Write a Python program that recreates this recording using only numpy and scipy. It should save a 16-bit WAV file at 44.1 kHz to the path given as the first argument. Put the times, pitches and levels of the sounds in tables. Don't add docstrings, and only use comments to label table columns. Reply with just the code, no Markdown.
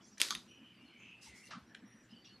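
import sys
import numpy as np
from scipy import signal
from scipy.fft import rfft, irfft
from scipy.io import wavfile
from scipy.ndimage import uniform_filter1d, minimum_filter1d

SR = 44100
rng = np.random.default_rng(int(sys.argv[2]) if len(sys.argv) > 2 else 0)


def transcribe(u):
    v = np.clip(np.atleast_2d(u).T, -1, 1)
    q = np.round(v * 32767).astype(np.int16)
    wavfile.write(sys.argv[1], SR, q)


def to_linear_factor(level_db):
    exponent = np.asarray(level_db, float) / 20
    return 10 ** exponent


N = 105840

# (frequency [Hz], level [dB])
AIR_COLOUR = [(15, -49.5), (25, -17.5), (237, -7.5), (599, -16.5), (1820, -18), (5120, -29), (5840, -30.5),
              (6330, -33.5), (14000, -41.5)]
# (frequency [Hz], width [Hz], level [dB])
HUM_TONES = [(119.1, 12, -76), (200, 57, -71), (231, 62, -73), (315, 52, -74.5)]
# (frequency [Hz], time to fall by 60 dB [s])
ROOM_DECAY = [(700, 0.41), (1500, 0.14), (3500, 0.22), (6500, 0.18), (9500, 0.15), (12000, 0.14)]

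WHISTLES = [(.001, 0.08, -74, 3400, 3360), (.041, 0.082, -81, 7460, 7350), (.466, 0.12, -71, 5760, 5784),
            (.735, 0.093, -79.5, 4780, 4540), (.842, 0.11, -75.5, 4320, 4155),
            (1.261, 0.034, -66.5, 880, 860), (1.291, 0.086, -61.5, 2073, 2010),
            (1.431, 0.089, -63.5, 2745, 2780), (1.755, 0.052, -81, 5370, 5470),
            (1.845, 0.22, -72, 5630, 5820), (2.142, 0.18, -70.5, 4620, 4590),
            (2.241, 0.039, -68, 5550, 5620), (2.272, 0.12, -72.5, 4390, 4350)]
HOARSE_CALLS = [(.44, 0.35, -72, 2490, 2500), (.47, 0.16, -66, 2890, 2890), (.612, 0.17, -66.5, 2950, 2970),
                (.72, 0.16, -71, 2326, 2330), (.77, 0.26, -66.5, 2750, 3060),
                (.88, 0.27, -65.5, 2390, 2240), (1.0, 0.2, -59, 2610, 2630),
                (1.01, 0.15, -64.5, 3060, 2940), (1.17, 0.18, -66, 2700, 2650),
                (1.26, 0.29, -64.5, 2140, 2100), (1.6, 0.38, -74.5, 1417, 1780),
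                (1.8, .28, -72, 2010, 1790), (2.09, 0.14, -66.5, 2806, 3040), (2.25, .1, -66, 2730, 3000)]
BLURRED_CHIRPS = [(.003, .021, -71, 3050, 3040), (.031, .041, -69, 5910, 5610),
                  (.046, .085, -82, 9610, 9890), (.063, .046, -70, 6260, 6310),
                  (.101, .041, -70, 5860, 5710), (.136, .041, -73, 5010, 5410),
                  (.481, .045, -82, 9710, 9720), (.491, .11, -71.5, 3010, 3020),
                  (.616, .125, -68, 3030, 3060), (1.661, .09, -81, 5700, 5600),
                  (1.701, .05, -73, 1750, 1700), (1.871, .12, -82, 9610, 9710), (2.1, .06, -74, 5200, 4900),
                  (2.13, .08, -69, 3080, 3000), (2.245, .1, -73, 5850, 5650), (2.247, .04, -69, 3350, 3300),
                  (2.28, .12, -69, 4450, 4300)]

# (start [s], length [s], level [dB], centre [Hz], spread [octaves])
SLIDES = [(0.006, 0.21, -68.5, 5600, 0.29), (0.961, 0.22, -76, 6370, 0.1), (1.209, 0.11, -59.5, 5350, 1.6),
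          (1.212, 0.097, -69.5, 5400, .12), (1.237, 0.19, -67, 3400, 1), (1.333, 0.18, -67.5, 7400, 0.97),
          (1.346, 0.14, -75, 5540, 0.054), (1.452, 0.2, -81, 12100, 0.17), (1.457, 0.095, -68, 4300, 0.33),
          (1.443, 0.062, -81, 7600, 0.97), (2.03, 0.058, -78.5, 7200, 0.21),
          (2.083, 0.12, -76.5, 4250, 0.33)]
# (start [s], time to fall by 60 dB [s], level [dB], centre [Hz], spread [octaves])
PAGE_RUSTLES = [
    (1.506, 0.29, -52, 3300, 0.65),
    (1.508, 0.29, -50, 1250, 0.54),
    (1.534, 0.17, -46, 1284, 0.19),
    (2.244, 0.45, -63, 3300, 0.51),
    (1.49, 0.48, -60.5, 700, 0.54),
    (1.52, 0.21, -55.5, 2370, 0.41),
]
# (start [s], length [s], level [dB], centre [Hz])
DESK_PUSHES = [(0.298, .1, -56.5, 200), (0.338, 0.064, -67.5, 69.4), (0.571, 0.083, -59, 230),
               (0.802, 0.071, -63.5, 250), (1.267, 0.077, -64, 75), (1.535, 0.068, -52, 200),
               (1.604, 0.053, -63.5, 90), (1.82, 0.064, -56, 236), (1.925, 0.047, -60, 238),
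               (2.101, 0.089, -59.5, 224.4)]
# (time [s], peak level [dB])
SKIN_SLIPS = [(1.4395, -56), (1.449, -57), (1.4557, -50), (1.463, -53), (1.470, -49.5), (1.476, -59),
              (1.481, -61), (1.487, -59)]

TOUCH_RING = [(1866, 290, -8), (5960, 180, -1), (7200, 170, -15.5), (9200, 540, -15)]
SCATTER_RING = [(2330, 170, 7.5), (3240, 870, 9), (6960, 650, 0.5), (9470, 270, -17), (10620, 190, -28.5),
                (11800, 350, -21.5)]
CLACK_RING = [(2360, 430, 4), (3358, 480, 0.5), (4882, 420, -2), (6100, 240, -1.5), (9260, 980, -2.5),
              (10600, 180, -21), (12930, 940, -18)]
BOUNCE_RING = [(1320, 510, -4), (2380, 150, -5), (3340, 390, 0.5), (4610, 570, -0.5), (6340, 260, 3.5),
               (10500, 220, -28), (12900, 890, -24)]
SETTLE_RING = [(1820, 210, -3), (2790, 900, -4.5), (3710, 140, 2.5), (4760, 540, -9.5), (6000, 160, -7),
               (9650, 630, -14), (11700, 230, -40)]
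NIB_RING = [(1660, 260, 0), (2360, 130, -6.5), (3070, 348, -5), (4100, 280, -11.5), (5000, 500, -19.5),
            (8000, 2900, -30.5)]
CAP_RING = [(1240, 195, -2), (3740, 320, -8.5)]
CLIP_RING = [(3730, 408, 3), (4453, 980, -21)]
CREAK_RING = [(4000, 480, -8), (6000, 420, 5), (7840, 340, -11), (9230, 370, 3), (10400, 370, -8)]

TOUCH_BLOWS = [
    (0.181, -40.5, -15),
]
SCATTER_BLOWS = [
    (0.2005, -26, -13.5),
    (0.2042, -33.5, -14),
    (0.2071, -29.5, -11.5),
]
CLACK_BLOWS = [
    (0.2154, -17, -7.5),
    (.216, -7.5, -18),
    (0.2175, -23.5, -8.5),
]
BOUNCE_BLOWS = [
    (0.3069, -18.5, -4.5),
]
SETTLE_BLOWS = [
    (0.2856, -33.5, -16),
    (0.3508, -26, -8.5),
    (0.3622, -48, -3),
]
NIB_BLOWS = [
    (0.174, -51, 9),
    (1.697, -56.5, -10.5),
    (1.7471, -42.5, -3.5),
    (1.7496, -35, -9),
]
CAP_BLOWS = [
    (0.3095, -31, -2.5),
    (0.325, -36, -17),
]
CLIP_BLOWS = [
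    (0.2311, -31.5, -3),
    (0.3529, -36.5, -2.5),
]

# (frequency [Hz], level [dB])
SHIVER_COLOUR = [(180, -46.5), (300, -8.5), (858, -18), (1380, -8.5), (2970, -10.5), (4020, -2), (6920, -9),
                 (12100, -18), (13500, -23.5)]
# (time [s], level [dB], time to fall by 60 dB [s])
SHIVERS = [
    (.178, -59.5, 0.42),
    (0.202, -33.5, 0.082),
    (0.2178, -37, 0.4),
    (.307, -46, 0.13),
    (0.35, -55, 0.058),
]


def evened(x):
    return x / np.sqrt(np.mean(x ** 2) + 1e-20)


def read(points, hz):
    f, value = np.transpose(points)
    return np.interp(np.log(hz + 1), np.log(f + 1), value)


def add(mix, s, sound):
    part = mix[max(round(s * SR), 0):][:len(sound)]
    part += sound[:len(part)]


def resonate(x, hz, width):
    turn = np.exp(2j * np.pi * np.cumsum(hz * np.ones(len(x))) / SR)
    r = np.exp(-np.pi * width / SR)
    return 2 * (turn * signal.lfilter([1 - r], [1, -r], x / turn + 1e-18)).real


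def resonate_twice(x, hz, width):
    return resonate(resonate(x, hz, width), hz, width)


def wander(count, per_s):
    size = max(round(SR / per_s), 1)
    return evened(uniform_filter1d(uniform_filter1d(rng.standard_normal(count), size), size))


def shaped(x, gain):
    return evened(irfft(rfft(x) * gain(np.fft.rfftfreq(len(x), 1 / SR)), len(x)))


def bump(hz, spread):
    return lambda f: np.exp(-(np.log2((f + 1) / hz) / spread) ** 2 / 2) / (1 + (f / 10740) ** 8)


def patchy(patch_db):
    a, b, patches = rng.standard_normal((N // 128 + 5, 257, 3)).T
    patches = uniform_filter1d(uniform_filter1d(patches, size=7, axis=0), size=14, axis=1)
    z = (a + 1j * b) * to_linear_factor(patch_db * evened(patches))
    return evened(signal.istft(z, nperseg=512, noverlap=384)[1][:N])


def echo(x):
    taps = np.zeros(SR // 2)
    at = np.arange(100, len(taps) - 12, 12)
    taps[at + rng.integers(0, 12, len(at))] = rng.standard_normal(len(at))
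    hz, t, z = signal.stft(taps, SR, nperseg=128)
    t60 = np.maximum(read(ROOM_DECAY, hz), 0.03)[:, None]
    tail = signal.istft(z * to_linear_factor(-60 * t / t60), SR, nperseg=128)[1]
    return signal.fftconvolve(x, tail / np.linalg.norm(tail))


def room():
    air = shaped(patchy(2.3), lambda f: to_linear_factor(read(AIR_COLOUR, f)))
    noise = rng.standard_normal(N)
    hum = sum(to_linear_factor(db) * evened(resonate_twice(noise, hz, width)) for hz, width, db in HUM_TONES)
    return to_linear_factor(-68) * air + hum * to_linear_factor(1.0 * wander(N, 14))


def birds(notes, width, throb_db):
    out = np.zeros(N)
    for s, length, db, first_hz, last_hz in notes:
        u = np.arange(0, 1, 1 / (length * SR))[:SR // 2]
        hz = first_hz + (last_hz - first_hz) * u ** 0.71
        note = evened(resonate_twice(rng.standard_normal(len(u)), hz, width))
        throb = wander(SR // 2, 49.0)[:len(u)]
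        swell = np.sin(np.pi * u ** 0.77) ** 0.49
        add(out, s, to_linear_factor(db + throb_db * throb) * swell * note)
    return out


def pushes():
    out = np.zeros(N)
    t = np.arange(SR // 4) / SR
    for s, length, db, hz in DESK_PUSHES:
        low = shaped(rng.standard_normal(len(t)), bump(hz, 0.28))
        add(out, s, to_linear_factor(db) * np.sin(np.pi * np.minimum(t / length, 1)) * low)
    return out


def hand():
    out = np.zeros(N)
    noise = patchy(1.5) * to_linear_factor(0.5 * wander(N, 460))
    for s, length, db, hz, spread in SLIDES:
        u = np.arange(0, 1, 1 / (length * SR))
        scrape = shaped(noise[(round(s * SR) + np.arange(len(u))) % N], bump(hz, spread))
        swell = np.minimum(u / 0.2, 1) * np.cos(np.pi / 2 * u ** 1.1)
        add(out, s, to_linear_factor(db) * swell * scrape)
    t = np.arange(SR // 4) / SR
    for k, (s, t60, db, hz, spread) in enumerate(PAGE_RUSTLES):
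        scrape = shaped(noise[k * len(t):][:len(t)], bump(hz, spread))
        rise = np.minimum(t / 0.0026, 1)
        add(out, s, to_linear_factor(db - 60 * t / t60) * rise * scrape)
    return out


def blow(body, crack_db):
    t = np.arange(1500) / SR
    click = 1. * (t == 0)
    ring = np.zeros(len(t))
    for k, (hz, width, db) in enumerate(body):
        ring += (-1) ** k * to_linear_factor(db) * resonate_twice(click, hz, 1.68 * width)
    crack = np.diff(rng.standard_normal(len(t) + 1)) * np.exp(-t / 0.00084)
    crack = signal.lfilter(*signal.butter(4, 10600, fs=SR), crack)
    thud = np.sin(2 * np.pi * 327 * t) * np.exp(-t / 0.0029)
    return ring / abs(ring).max() + to_linear_factor(crack_db) * crack / abs(crack).max() + to_linear_factor(-32.5) * thud


def add_blow(mix, s, db, body, crack_db, echo_db):
    sound = to_linear_factor(db) * blow(body, crack_db)
    add(mix, s, sound)
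    add(mix, s, to_linear_factor(echo_db) * echo(sound))


def creak():
    out = np.zeros(N)
    for s, db in SKIN_SLIPS:
        add_blow(out, s, db, CREAK_RING, -14, -8)
    return out


def shivers():
    out = np.zeros(N)
    t = np.arange(SR // 3) / SR
    for s, db, t60 in SHIVERS:
        grains = rng.standard_normal(len(t)) * to_linear_factor(1.2 * wander(len(t), 500))
        rattle = shaped(grains, lambda f: to_linear_factor(read(SHIVER_COLOUR, f)))
        rise = np.minimum(t / 0.00062, 1)
        add(out, s, to_linear_factor(db - 60 * t / t60) * rise * rattle)
    return out


def pens():
    out = np.zeros(N)
    kinds = [(TOUCH_RING, TOUCH_BLOWS, -14), (SCATTER_RING, SCATTER_BLOWS, -9),
             (CLACK_RING, CLACK_BLOWS, -10), (BOUNCE_RING, BOUNCE_BLOWS, -11),
             (SETTLE_RING, SETTLE_BLOWS, -8), (NIB_RING, NIB_BLOWS, -22),
             (CAP_RING, CAP_BLOWS, -30), (CLIP_RING, CLIP_BLOWS, -25)]
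    for body, blows, crack_db in kinds:
        for s, db, echo_db in blows:
            add_blow(out, s, db, body, crack_db, echo_db)
    return out


def scene():
    mix = room()
    mix = mix + birds(WHISTLES, width=80, throb_db=1.57)
    mix = mix + birds(HOARSE_CALLS, width=306, throb_db=0.5)
    mix = mix + birds(BLURRED_CHIRPS, width=120, throb_db=2.9)
    mix = mix + pushes() + hand() + creak()
    mix = mix + shivers() + pens()
    return np.array([mix, mix])


def mismatch(x):
    hz, t, z = signal.stft(x, SR, nperseg=1024)
    a, b = rng.standard_normal((len(t), len(hz), 2)).T
    patches = rng.random((len(t) // 3 + 1, len(hz) // 20 + 1)).T
    patches = patches.repeat(20, axis=0).repeat(3, axis=1)[:len(hz), :len(t)]
    level = np.exp(uniform_filter1d(np.log(abs(z) + 1e-9), size=21, axis=0))
    chance = 0.8 * np.minimum(hz / 7000, 1)[:, None] ** 2
    on = (patches < chance) * (hz > 4300)[:, None]
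    side = signal.istft(on * level * (a + 1j * b), SR, nperseg=1024)[1][:N]
    power = abs(uniform_filter1d(x ** 2, size=400)) / to_linear_factor(2 * -48)
    quiet = minimum_filter1d(1 / (1 + power ** 2), round(0.045 * SR))
    return side * uniform_filter1d(quiet, size=200)


def masked(x):
    hz, t, z = signal.stft(x, SR, nperseg=256)
    power = uniform_filter1d(uniform_filter1d(abs(z) ** 2, size=5, axis=0), size=3, axis=1)
    weak = power < to_linear_factor(2 * -27) * power.max(axis=0)
    loud = power.sum(axis=0) > to_linear_factor(2 * -54.5)
    treble = (hz > 10500)[:, None]
    return signal.istft(z * ~(weak & loud & treble), SR, nperseg=256)[1][:N]


def roll_off(x):
    return signal.sosfilt(signal.butter(12, 14420, fs=SR, output="sos"), x)


def record(dry):
    x = signal.lfilter(*signal.butter(2, 46.6, "high", fs=SR), dry)
    side = to_linear_factor(-2.5) * mismatch(x[0])
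    both = masked(x[0]) + [side, -side]
    treble_limit = signal.firwin(255, 13300, window=("kaiser", 5), fs=SR)
    mix = signal.oaconvolve(both, treble_limit[None], "same")
    return roll_off(mix)


dry = scene()
out = record(dry)
transcribe(out)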